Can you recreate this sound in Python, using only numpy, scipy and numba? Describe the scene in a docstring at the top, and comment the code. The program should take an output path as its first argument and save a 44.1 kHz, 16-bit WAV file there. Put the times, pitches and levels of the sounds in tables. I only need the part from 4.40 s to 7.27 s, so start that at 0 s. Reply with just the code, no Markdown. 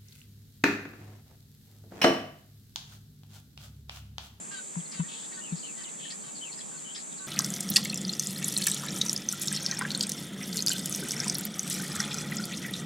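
"""A far cicada chorus hisses over light air noise at an open savanna waterhole; a guineafowl repeats
a nasal call, small birds whistle, chirp and rasp, and three dull knocks come through the camera mount.
The call is a hoarse harmonic stack, whistles and chirps are gliding tones, rasps are filtered pulses.
Each knock booms the mount and rattles a small part. Dense clicks ring the cicadas' bodies."""
import sys
import numpy as np
from scipy import signal
from scipy.fft import rfft, irfft
from scipy.io import wavfile
from scipy.ndimage import uniform_filter1d
from numba import njit

SR = 44100
rng = np.random.default_rng(int(sys.argv[2]) if len(sys.argv) > 2 else 0)


def transcribe(signal):
    """Save signal, clipped to [-1, 1], as a 16-bit WAV file at the path in sys.argv[1]."""
    frames = np.atleast_2d(signal).T
    limited = np.clip(frames, -1, 1)
    pcm = np.round(limited * 32767).astype(np.int16)
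    wavfile.write(sys.argv[1], SR, pcm)


N = 126567
T = np.arange(N) / SR


def undb(db):
    return 10 ** (np.asarray(db) / 20)


def level(x, db):
    return x * undb(db) / np.sqrt(np.mean(x ** 2))


def pan(x, db):
    """db = left minus right."""
    return x * undb(np.array([db / 2, -db / 2])).reshape(2, -1)


def walk(rate_hz):
    """Random steps, smoothed twice; spread near 1."""
    hold = int(SR / rate_hz)
    steps = np.repeat(rng.standard_normal(N // hold + 1), hold)
    return 1.3 * uniform_filter1d(uniform_filter1d(steps, hold), hold)[:N]


def gate(start_s, length_s, edge_s):
    inside_s = np.minimum(T - start_s, start_s + length_s - T)
    return np.sin(np.pi / 2 * np.clip(inside_s / edge_s, 0, 1)) ** 2


@njit
def bandpass(x, hz, width_hz):
    """State-variable filter, moving centre."""
    y, band, low = np.empty(len(x)), 0., 0.
    for i in range(len(x)):
        g, k = np.tan(np.pi * hz[i] / SR), width_hz / hz[i]
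        v = (band + g * (x[i] - low)) / (1 + g * (g + k))
        band, low, y[i] = 2 * v - band, low + 2 * g * v, k * v
    return y


# calls: t/s, length/s, f/Hz, partial 3/dB, partial 4/dB, partials 5-8/dB, partials 9-13/dB
FOWL_CALLS = [(0.106, 0.099, 404.2, -61, -42, -53.5, -57), (0.524, 0.0935, 396.6, -59, -59, -56, -58.5),
              (0.923, 0.087, 390, -65, -54, -66, -61), (1.368, 0.063, 396.5, -61, -59, -54, -64),
              (1.831, 0.074, 394, -59.5, -59.5, -59, -65.5), (2.31, 0.065, 390, -61.5, -55, -66, -78),
              (2.793, 0.067, 388, -55.5, -49.5, -70, -68)]
# upper partials: harmonic number, gain/dB
FOWL_PARTIALS = [(5, -6.5), (6, -18), (7, -2), (8, -4), (9, -2.5), (10, 3.9), (11, -1.5), (12, 1),
                 (13, -19)]


def guineafowl(scoop=.02, scoop_s=.0163, sag_per_s=.85, waver_db=3):
    """Wavering harmonics scoop up, then sag; a noisy cluck opens each hoarse call."""
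    out = 0
    waver = [undb(waver_db * walk(50.13)) for _ in range(11)]
    jitter = 1 + .005 * walk(80)
    breath = level(bandpass(rng.standard_normal(N), np.full(N, 3000.), 3000.), 0)
    for t, length, hz, third_db, fourth_db, middle_db, top_db in FOWL_CALLS:
        s = np.clip(T - t, 0, length) - scoop_s
        bend = 1 - np.where(s < 0, -scoop * s / scoop_s, sag_per_s * s)
        phase = 2 * np.pi * np.cumsum(hz * bend * jitter) / SR
        low = undb(third_db) * np.sqrt(waver[0]) * np.sin(3 * phase)
        low += undb(fourth_db) * np.sqrt(waver[1]) * np.sin(4 * phase)
        high = sum(undb(db + (middle_db if k < 9 else top_db)) * gain * np.sin(k * phase + k * k)
                   for (k, db), gain in zip(FOWL_PARTIALS, waver[2:]))
        upper_db = (middle_db + top_db) / 2
        hoarse = undb(upper_db - 3) * breath * (1 + np.cos(phase))
        cluck = undb(upper_db - 4) * breath * gate(t, .031, .0047)
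        out += (pan(low, -5) + high + hoarse) * gate(t, length, .011) + cluck
    return out


# whistles: t/s, swell/s, fall/s, start f/Hz, bend f/Hz, end f/Hz, level/dB, fade/dB, pan/dB
WHISTLES = [(1.007, 0.045, 0.079, 2944, 2873, 2280, -50.5, -11.5, 1),
            (1.226, 0.035, 0.063, 3060, 2894, 2240, -49.5, -9, 2),
            (2.009, .03, .066, 3150, 3000, 2120, -45.5, -12.5, -1),
            (2.443, 0.041, 0.043, 3080, 2952, 3120, -52.5, -1, -1)]


def whistles(wobble, burr_hz=150.8, burr_depth=.47, swing_hz=133):
    """Tones swell, bend and fade; a burr in pitch and level grows until the bend."""
    out = 0
    burr = np.sin(2 * np.pi * np.cumsum(burr_hz * (1 + .11 * walk(30))) / SR)
    for t, swell, fall, start_hz, bend_hz, end_hz, db, fade_db, pan_db in WHISTLES:
        knots_s = [t, t + swell, t + swell + fall]
        rough = burr * np.clip((T - t) / swell, 0, 1) ** 2
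        hz = np.interp(T, knots_s, [start_hz, bend_hz, end_hz]) * wobble + swing_hz * rough
        tone = np.sqrt(2) * np.sin(2 * np.pi * np.cumsum(hz) / SR)
        tone *= undb(db + np.interp(T, knots_s, [-4.5, 0, fade_db]))
        out += pan(tone * (1 + burr_depth * rough) * gate(t, swell + fall, .006), pan_db)
    return out


# chirps: t/s, length/s, start f/Hz, end f/Hz, level/dB, pan/dB
CHIRPS = [(0.385, 0.13, 1990, 2070, -63.5, 1), (0.4, 0.01, 3340, 3100, -58.5, 0),
          (0.454, 0.013, 4300, 4210, -55.5, 2), (0.462, 0.0097, 3570, 3450, -62, 0),
          (0.54, 0.013, 5200, 4600, -51, 3), (0.631, 0.037, 1780, 1960, -60.5, 7),
          (0.645, .016, 3850, 3950, -62, 2), (0.832, 0.024, 3580, 3595, -52.5, 1),
          (0.968, 0.045, 1750, 1890, -58, 2), (1.117, .014, 4450, 4080, -60, 6),
          (1.128, .012, 3680, 3640, -57, 6), (1.18, 0.026, 5250, 4350, -57, 4),
          (1.214, .012, 4960, 4860, -54, 6), (1.222, 0.008, 4290, 4030, -49, 7),
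          (1.354, 0.15, 1976, 2080, -63.5, 4), (1.418, 0.015, 4700, 5300, -58, 7),
          (1.434, 0.013, 5140, 3150, -49.5, 4), (1.451, 0.0074, 3010, 2900, -53, 6),
          (1.465, 0.018, 2866, 2960, -52, 2), (1.484, 0.0066, 2700, 2580, -58, 4),
          (1.651, 0.011, 1800, 1760, -54.5, 6), (1.811, 0.0185, 3850, 5270, -61, 3),
          (1.948, 0.033, 4660, 4360, -56, 15), (2.117, 0.014, 4250, 4390, -48.5, 4),
          (2.178, 0.017, 5220, 4870, -59, 3), (2.192, 0.017, 4180, 3950, -50, 4),
          (2.206, 0.009, 3460, 3250, -51, 3), (2.372, 0.018, 4300, 4320, -55.5, 3),
          (2.383, 0.05, 2020, 2050, -62.5, 1), (2.716, .014, 3760, 3670, -57, 0),
          (2.783, 0.015, 4270, 3850, -50, 4), (2.81, 0.013, 3890, 3730, -60, 0)]


def chirps(wobble, waver_db=1.9):
    """Short, clean sine glides."""
    out = 0
    waver = undb(waver_db * walk(150))
    for t, length, start_hz, end_hz, db, pan_db in CHIRPS:
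        hz = np.interp(T, [t, t + length], [start_hz, end_hz]) * wobble
        tone = np.sqrt(2) * undb(db) * np.sin(2 * np.pi * np.cumsum(hz) / SR)
        out += pan(tone * waver * gate(t, length, min(.12 * length, .012)), pan_db)
    return out


# rasps: t/s, length/s, start f/Hz, end f/Hz, width/Hz, level/dB, pulse rate/Hz
RASPS = [(0.509, 0.034, 4700, 4570, 1600, -55, 400), (0.52, .007, 5060, 4770, 1300, -46.5, 400),
         (0.513, 0.053, 2000, 1800, 1510, -54, 490), (0.672, 0.13, 3300, 3530, 1590, -49.5, 320),
         (0.684, 0.08, 2800, 2750, 450, -58.5, 320), (0.781, 0.087, 3570, 3820, 2000, -53.5, 260),
         (0.915, 0.019, 1910, 1800, 900, -54, 350), (1.39, 0.062, 1800, 1700, 700, -61.5, 270),
         (1.153, 0.043, 4360, 4460, 1900, -52, 300), (1.246, 0.037, 4160, 4100, 600, -55.5, 320),
         (1.48, 0.022, 3800, 3800, 1200, -55, 320), (1.576, 0.16, 3180, 3700, 1500, -53.5, 250),
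         (1.615, 0.082, 2980, 3200, 600, -53, 237), (1.699, 0.031, 4200, 4940, 1400, -44.5, 266),
         (1.689, 0.049, 2190, 2200, 1500, -54, 320), (1.953, 0.043, 4700, 4150, 900, -54.5, 240),
         (2.12, 0.033, 4360, 4400, 2000, -51.5, 120), (2.172, 0.025, 5100, 4900, 800, -53, 220),
         (2.2, 0.019, 4150, 3970, 2000, -52, 200), (2.719, .02, 3700, 3620, 1500, -58, 250),
         (2.769, 0.035, 4800, 4200, 1300, -56.5, 300), (2.173, .04, 1870, 1980, 700, -56.5, 320),
         (2.543, 0.043, 5000, 4750, 900, -46, 300), (2.544, 0.029, 3450, 3700, 900, -45.5, 300),
         (2.552, 0.038, 2060, 2050, 1200, -52.5, 300), (2.57, 0.058, 4240, 4300, 1800, -55, 380)]


def rasps(breath_db=-6, pan_db=2.5):
    """Uneven pulses and breath drive a gliding resonance."""
    out = np.zeros((2, N))
    jitter = 1 + .3 * walk(300)
    strength = undb(2.2 * walk(150))
    breath = undb(breath_db) * rng.standard_normal(N)
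    for t, length, start_hz, end_hz, width_hz, db, rate_hz in RASPS:
        span = slice(int(t * SR), int((t + length) * SR))
        cycles = np.cumsum(rate_hz * jitter / SR)
        pulses = np.diff(np.floor(cycles), prepend=0) * strength
        drive = level(pulses[span] + 1e-9, 0) + breath[span]
        hz = np.interp(T[span], [t, t + length], [start_hz, end_hz])
        rasp = level(bandpass(bandpass(drive, hz, width_hz), hz, width_hz), db)
        out[:, span] += pan(rasp * gate(t, length, .17 * length)[span], pan_db)
    return out


# small part's modes: f/Hz, gain/dB, t60/s
RATTLE_MODES = [(963, -0.5, 0.041), (626, -2, 0.017), (1340, 0, 0.016), (2100, 2, 0.012), (403, -15, 0.02)]


def rattle(t, rise_s, right_gain, t60_scale=1):
    """A small part rings in damped modes, heard at both microphone ports."""
    s = np.clip(T - t, 0, .2)
    ring = sum(undb(db) * np.sin(2 * np.pi * hz * s) * undb(-60 * s / (t60 * t60_scale))
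               for hz, db, t60 in RATTLE_MODES)
    return np.array([[1], [right_gain]]) * ring * np.minimum(s / rise_s, 1)


# knocks, before the wind filter: t/s, level/dB, f/Hz, decay/s, rattle/dB
KNOCKS = [(0.355, -23.5, 170.7, 0.046, -36), (.584, -17.5, 166.3, 0.042, -26.5),
          (1.112, -21.5, 169, 0.038, -52)]


def knocks(rise_s=.0137, wind_filter_hz=114):
    """The mount booms, louder and earlier on the left; the small part ticks once and rattles."""
    out = undb(-29) * rattle(.355, rise_s=.0018, right_gain=-.41, t60_scale=.52)  # tick
    for t, db, hz, decay_s, rattle_db in KNOCKS:
        for ch, (gain_db, lag_s, decay_scale) in enumerate([(0, 0, 1), (-4, .00031, .85)]):
            s = np.maximum(T - t - lag_s, 0)
            decay = np.clip(1 - (s - rise_s) / (decay_s * decay_scale), 0, 1)
            envelope = np.minimum((s / rise_s) ** 3.95, decay)
            out[ch] += undb(db + gain_db) * envelope * np.sin(2 * np.pi * hz * s)
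        out += undb(rattle_db) * rattle(t + .016, rise_s=.0045, right_gain=-.45)
    wind_filter = signal.butter(4, wind_filter_hz, "high", fs=SR, output="sos")
    return signal.sosfilt(wind_filter, out) + undb(-8) * out


# body resonances: f/Hz, width/Hz, gain/dB
CICADA_MODES = [(7090, 930, 4), (7429, 475, 8), (7747, 820, 5.5), (8350, 450, 1)]


def cicadas(level_db=-41.5, clicks_per_s=9000, swell_db=1.2):
    """Random clicks ring the far insects' bodies; one channel."""
    out = 0
    clicks = rng.standard_normal(N) * (rng.random(N) < clicks_per_s / SR)
    for hz, width_hz, db in CICADA_MODES:
        centre_hz = np.full(N, float(hz))
        ring = bandpass(bandpass(clicks, centre_hz, width_hz), centre_hz, 1.4 * width_hz)
        out += undb(db + swell_db * walk(15)) * ring
    return level(out, level_db)


# air spectra, mid and side: f/Hz, relative density/dB
AIR_MID = [(30, -18.5), (92, -37), (125, -10), (167, 2.5), (300, -5.5), (567, -12), (1440, -15),
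           (2560, -16), (4420, -16), (5500, -21), (9900, -16), (11300, -67), (12200, -35), (15000, -37)]
AIR_SIDE = [(30, -36), (81, -33), (163, 3), (400, -3), (905, -3.5), (1500, -10), (2630, -16), (3800, -35),
            (5700, -37), (9900, -13), (11300, -58), (12200, -35), (15000, -37)]


def air(table, level_db, gust_db):
    """Coloured noise; half-octave bands flicker singly, and those under 2 kHz also swell together."""
    out = 0
    hz, db = np.array(table).T
    octave = np.log2(np.maximum(np.arange(N // 2 + 1) * SR / N, 10))
    spectrum = rfft(rng.standard_normal(N)) * undb(np.interp(octave, np.log2(hz), db))
    for centre in np.arange(4, 14.5, .5):
        band = irfft(spectrum * np.cos(np.pi * np.clip(octave - centre, -.5, .5)), N)
        flicker_db = (3 if centre < 8 else 1.42) * walk(14)
        out += band * undb(flicker_db + gust_db * (centre < 11))
    return level(out, level_db)


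def echo(x, t60_s=.11, gain_db=-.5):
    """Short diffuse tail of decaying noise."""
    s = T[:SR // 4]
    tail = rng.standard_normal((2, len(s))) * undb(-60 * s / t60_s)
    tail *= undb(gain_db) / np.sqrt(np.sum(tail ** 2, axis=1, keepdims=True))
    return signal.fftconvolve(x, tail, axes=1)[:, :N]


def scene(bird_top_hz=5980):
    birds = guineafowl()
    wobble = 1 + .01363 * walk(200)  # pitch factor
    birds += whistles(wobble) + chirps(wobble) + rasps()
    birds = signal.sosfilt(signal.butter(6, bird_top_hz, fs=SR, output="sos"), birds)
    birds += echo(birds)
    gust_db = .92 * walk(6.86)
    mid, side = air(AIR_MID, -51, gust_db), air(AIR_SIDE, -49, gust_db)
    chorus = np.array([cicadas(), cicadas()])
    return birds + knocks() + chorus + np.array([mid + side, mid - side])


def record(dry, top_hz=15100):
    """The camera cuts the top treble."""
    return signal.sosfilt(signal.ellip(16, .3, 80, top_hz, fs=SR, output="sos"), dry)


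dry = scene()
out = record(dry)
transcribe(out)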